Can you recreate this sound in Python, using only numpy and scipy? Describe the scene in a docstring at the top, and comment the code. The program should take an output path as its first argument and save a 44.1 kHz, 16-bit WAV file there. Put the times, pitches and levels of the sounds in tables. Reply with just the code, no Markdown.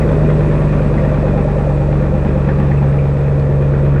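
"""A V8 pickup with an open exhaust idles in a concrete garage, the microphone behind its rear corner.
From the start, uneven firing pulses make a deep drone and a lumpy burble; gas rushes from the
tailpipe and the engine hisses faintly. As the speed slowly settles, throbs swell and fade, the pipe
spits now and then, and the walls echo the exhaust. Near the end comes one faint tick."""
import sys
import numpy as np
from scipy import signal
from scipy.io import wavfile

SR = 44100
rng = np.random.default_rng(int(sys.argv[2]) if len(sys.argv) > 2 else 0)


def wav_record(signal):
    """Record a signal, one row per channel, as 16-bit PCM in the file named by sys.argv[1]."""
    frames = np.transpose(np.atleast_2d(signal))
    bounded = np.clip(frames, -1, 1)
    # unit amplitude maps onto the largest positive 16-bit level
    quanta = np.round(bounded * 32767).astype(np.int16)
    wavfile.write(sys.argv[1], SR, quanta)


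N = 176400
TIME = np.arange(N) / SR


def amp(db):
    """Decibels to gain."""
    return 10 ** (np.asarray(db) / 20)


def unit(x):
    """Scales to rms 1."""
    return x / np.sqrt(np.mean(abs(x) ** 2) + 1e-20)


def curve(table):
    """Each column after the first, joined by straight lines over the first column's seconds."""
    seconds, *columns = np.transpose(table)
    return [np.interp(TIME, seconds, column) for column in columns]


def at_frequency(points, hz):
    """Interpolates (Hz, value) points on a log-frequency axis."""
    known_hz, value = np.transpose(points)
    return np.interp(np.log(hz + 1), np.log(known_hz), value)


def colour(x, points):
    """Minimum-phase filter through (Hz, dB) points."""
    size = 16384
    hz = abs(np.fft.fftfreq(size, 1 / SR))
    log_gain = np.log(amp(at_frequency(points, hz)))
    response = np.fft.ifft(np.exp(np.conj(signal.hilbert(log_gain)))).real
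    return signal.fftconvolve(x, response[:size // 2])[:N]


def drift(hz):
    """Slow complex noise, rms 1, up to about hz."""
    spectrum = rng.standard_normal(N) + 1j * rng.standard_normal(N)
    return unit(np.fft.ifft(spectrum * np.exp(-(np.fft.fftfreq(N, 1 / SR) / hz) ** 2)))


def band(hz, width_hz):
    """Noise through three like resonators in a row, each width_hz wide."""
    pole = np.exp(-np.pi * width_hz / SR) * np.exp(2j * np.pi * hz / SR)
    return unit(signal.lfilter([1], np.poly([pole] * 3), rng.standard_normal(N)).real)


def cycles():
    """Engine cycles turned so far, eight firings in each."""
    # The settling idle. Each row: time in seconds, engine cycles per second.
    speed = [(0.0, 9.524), (0.25, 9.443), (0.5, 9.451), (0.9, 9.263), (1.2, 9.145), (1.55, 9.127),
             (2.0, 8.95), (2.4, 8.906), (2.9, 8.784), (3.4, 8.798), (4.0, 8.823)]
    return np.cumsum(curve(speed)[0]) / SR


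def firings(pattern_db, spread_db):
    """One click per firing, each a little uneven in strength and time."""
    # The bank of each firing, 0 or 1; bank 1 has the longer pipe and arrives later.
    banks = [0, 1, 1, 0, 1, 0, 0, 1]
    bank_delay_s, jitter_s = .001, .00018
    fired = (cycles() - .098) * len(pattern_db)  # the pattern starts .098 of a cycle in
    at = np.flatnonzero(np.diff(np.floor(fired)))
    cylinder = np.round(fired[at]).astype(int) % len(pattern_db)
    strength, late = rng.standard_normal((N // 100, 2))[:len(at)].T
    delay_s = late * jitter_s + np.array(banks)[cylinder] * bank_delay_s
    arrivals = np.clip(at + (delay_s * SR).astype(int), 0, N - 1)
    clicks = np.zeros(N)
    clicks[arrivals] = amp(np.array(pattern_db)[cylinder] + spread_db * np.clip(strength, -1.5, 1.5))
    return clicks


def garage(x, wet_db):
    """Direct sound plus sparse reflections off the concrete, together at rms 1."""
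    # The room's decay. Each row: frequency in Hz, seconds to fall 60 dB.
    decay = [(100, 2.8), (600, 1.31), (2500, 0.68), (10000, 1.6)]
    step = 24  # samples per reflection
    taps = np.zeros(SR)
    at = np.arange(10 * step, SR - step, step)
    taps[at + rng.integers(0, step, len(at))] = rng.choice([-1., 1.], len(at))
    hz, t, spectra = signal.stft(taps, SR, nperseg=256)
    tail = signal.istft(spectra * amp(-60 * t / at_frequency(decay, hz)[:, None]), SR)[1]
    lead = np.searchsorted(cycles(), 10)  # ten cycles ahead, so the room already rings at the start
    wet = signal.fftconvolve(np.r_[x[:lead], x], tail)[lead:lead + N]
    return unit(unit(x) + amp(wet_db) * unit(wet))


def drone():
    """Orders (multiples of the cycle rate) swell and fade as they slide through the room's resonances."""
    # The three booming orders, as multiples of the cycle rate.
    boom_orders = (5, 8, 16)
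    # Their strength. Each row: time in seconds, then the level in dB of orders 5, 8 and 16.
    boom_levels = [(0.05, -20, -21, -17), (0.3, -20, -23, -14), (0.7, -20, -25, -15), (1, -20, -22, -18),
                   (1.55, -20, -24, -19), (1.75, -21, -22, -15), (2.3, -22, -20, -19), (2.8, -26, -20, -12),
                   (3.15, -28, -22, -14), (3.95, -23, -21.5, -12.5)]
    # Weaker orders of the uneven firing. Each row: order, then relative dB at each of weak_times.
    weak_orders = [(7, -27, -30, -36, -37), (10, -35, -33, -28, -26), (11, -24, -26, -35, -32),
                   (13, -29, -27, -32, -34), (14, -25, -29, -31, -32), (21, -26, -24, -27, -29),
                   (23, -30, -31, -32, -32), (32, -29, -36, -40, -37), (35, -30, -38, -35, -40)]
    # The four times of those levels, in seconds.
    weak_times = (.35, 1.35, 2.6, 3.65)
    turn = 2j * np.pi * (cycles() - .148)  # the low orders crest together near this share of a cycle
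    out = np.zeros(N)
    for order, db in zip(boom_orders, curve(boom_levels)):
        tone = np.exp(order * turn + .45j * rng.standard_normal())
        waver = 1 + .09 * drift(hz=9)
        out += amp(db) * (tone * waver).real
    for order, *db in weak_orders:  # higher orders flutter more and stray further in phase
        flutter = unit(1 + .3 * order / 23 * drift(hz=9))
        tone = np.exp(order * turn + 1.4j * order / 16 * rng.standard_normal())
        out += amp(np.interp(TIME, weak_times, db) - .7) * (tone * flutter).real
    return np.sqrt(2) * out


def burble():
    """Pressure pulses from the cylinders ring through the pipe and reach us mostly off the walls."""
    # Strength of the eight pulses of a cycle in dB; their unevenness makes the burble lumpy.
    cylinders_db = [-1.5, 2, -15.5, -3.5, 0, 0.5, 0, 6.5]
    # The pipe's resonances. Each row: frequency in Hz, gain in dB.
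    pipe = [(30, -38), (165, -1.5), (205, 0.5), (275, -9), (340, -1), (450, -0.5), (610, 0.5), (710, -9.5),
            (1000, -14.5), (3000, -60), (9000, -110)]
    # The burble at the microphone. Each row: time in seconds, level in dB.
    level = [(0, -18), (.6, -21), (2, -23), (4, -24)]
    pulses = colour(firings(cylinders_db, spread_db=1), pipe)
    return amp(curve(level)[0]) * garage(pulses, wet_db=10.5)


def rush():
    """Each firing pushes a puff of turbulent gas out of the tailpipe, on top of a steady flow."""
    # Strength of the eight puffs of a cycle in dB.
    puffs_db = [-2, -.5, -4, -.5, -9, 1, 4, 0]
    # Turbulence in the pipe. Each row: frequency in Hz, gain in dB.
    turbulence = [(30, -19.5), (270, 11.5), (550, -3), (1180, -0.5), (1550, -4.5), (1850, -3),
                  (2120, -10.5), (2480, -9), (2950, -20), (3700, -22), (4100, -29), (7000, -46),
                  (15000, -101.5)]
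    # The rush at the microphone. Each row: time in seconds, level in dB.
    level = [(0, -26), (1, -26), (1.95, -28.5), (2.5, -26), (3.15, -29.5), (4, -28)]
    fall_s, steady_flow = .0071, .5
    puffs = signal.lfilter([1], [1, -np.exp(-1 / (fall_s * SR))], firings(puffs_db, spread_db=3.5))
    gas = colour((steady_flow + puffs) * rng.standard_normal(N), turbulence)
    return amp(curve(level)[0]) * garage(gas, wet_db=2)


def hiss():
    """Smooth hiss of the running engine, with thin fluttering whistles."""
    # Colour of the hiss. Each row: frequency in Hz, gain in dB.
    spectrum = [(1500, -8.5), (3800, 1.5), (7500, -4), (10500, -11), (14000, -29)]
    # Engine resonances. Each row: centre in Hz, width in Hz, dB over the hiss, flutter in dB.
    whistles = [(2470, 400, 4, 3), (7830, 150, -15, 3), (9200, 650, -18, 4)]
    # The smooth hiss at the microphone. Each row: time in seconds, level in dB.
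    level = [(0, -53), (.6, -53), (4, -57.5)]
    air = unit(colour(rng.standard_normal(N), spectrum))
    for hz, width_hz, db, flutter_db in whistles:
        whistle = band(hz, width_hz)
        flutter = np.clip(np.sqrt(2) * drift(hz=18).real, -2, 2)
        air += amp(db) * unit(whistle * amp(flutter_db * flutter))
    return amp(curve(level)[0]) * air


def throbs():
    """Single firings thump in resonances of pipe and room, swelling and fading as the idle settles."""
    # Throbs that return once a cycle. Each row: place in the cycle from 0 to 1, pitch in Hz,
    # rise in seconds, relative level in dB, loudest moment in seconds.
    resonances = [(.27, 240, .008, -17.5, .3), (.06, 250, .005, -17, 1.15), (.72, 208, .012, -17.5, 2.45),
                  (.58, 415, .006, -18, .25), (.08, 400, .004, -21, 2.5), (.68, 375, .006, -19, 3.6),
                  (.84, 465, .007, -21, 3.65), (.485, 590, .004, -16.5, 1.45), (.52, 515, .014, -20.5, 1.2),
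                  (.45, 527, .025, -23, 2.2), (.3, 522, .02, -27, 3.5), (.76, 800, .012, -26.5, 1.45),
                  (.73, 820, .01, -28.5, 2.55)]
    swell_half_s, spread_db, pitch_spread = .5, 1.2, .012
    t, out = TIME[:SR // 2], np.zeros(N)
    for share, hz, rise_s, db, loudest_s in resonances:
        gas = band(hz, hz / 2)
        rough = hz / 1300  # higher throbs are more ragged
        envelope = t / rise_s * np.exp(1 - t / rise_s)
        starts = np.flatnonzero(np.diff(np.floor(cycles() - share)))
        for at, (strength, detune) in zip(starts, np.clip(rng.standard_normal((len(starts), 2)), -2, 2)):
            swell = .5 ** (((at / SR - loudest_s) / swell_half_s) ** 2)
            tone = np.sin(2 * np.pi * hz * (1 + pitch_spread * detune) * t)
            ring = np.sqrt(1 - rough ** 2) * tone + rough / np.sqrt(2) * np.roll(gas, -at)[:len(t)]
            throb = amp(db + 3 + spread_db * strength) * swell * envelope * ring
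            out[at:at + len(t)] += throb[:N - at]
    return out.std() * garage(out, wet_db=-14)


def spits_and_tick():
    """Short, sharp bursts of gas ring the tailpipe; one faint tick sounds late on."""
    # Spits of gas. Each row: start in seconds, relative level in dB, centre in Hz.
    bursts = [(.018, -33, 1930), (0.296, -30, 1203), (0.292, -36, 1850), (.79, -32.5, 1340),
              (.975, -33, 1970), (2.487, -30, 1657), (2.712, -32, 1930), (2.773, -41.5, 2510),
              (2.981, -35, 2380), (3.735, -29.5, 1544), (3.958, -30.5, 1586)]
    rise_s, fall_s = .0022, .017
    out = np.zeros(N)
    for start_s, db, hz in bursts:
        t = np.maximum(TIME - start_s, 0)
        envelope = (1 - np.exp(-t / rise_s)) * np.exp(.5 - t / fall_s)
        out += amp(db) * envelope * band(hz, width_hz=520)
    tick_s, tick_fall_s = 3.396, .008
    tick_envelope = (TIME > tick_s) * np.exp(-abs(TIME - tick_s) / tick_fall_s)
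    out += amp(-45) * tick_envelope * band(hz=3560, width_hz=4600)
    return out.std() * garage(out, wet_db=-19.5)


def scene():
    """The idling truck, on one microphone behind its rear corner."""
    return (drone() + burble() + throbs() + rush() + spits_and_tick() + hiss())[None]


def record(dry):
    """The recorder cuts the treble above 14.2 kHz."""
    lowpass = signal.firwin(511, 14200, window=("kaiser", 9), fs=SR)
    return signal.oaconvolve(dry, lowpass[None], "same")


dry = scene()
out = record(dry)
wav_record(out)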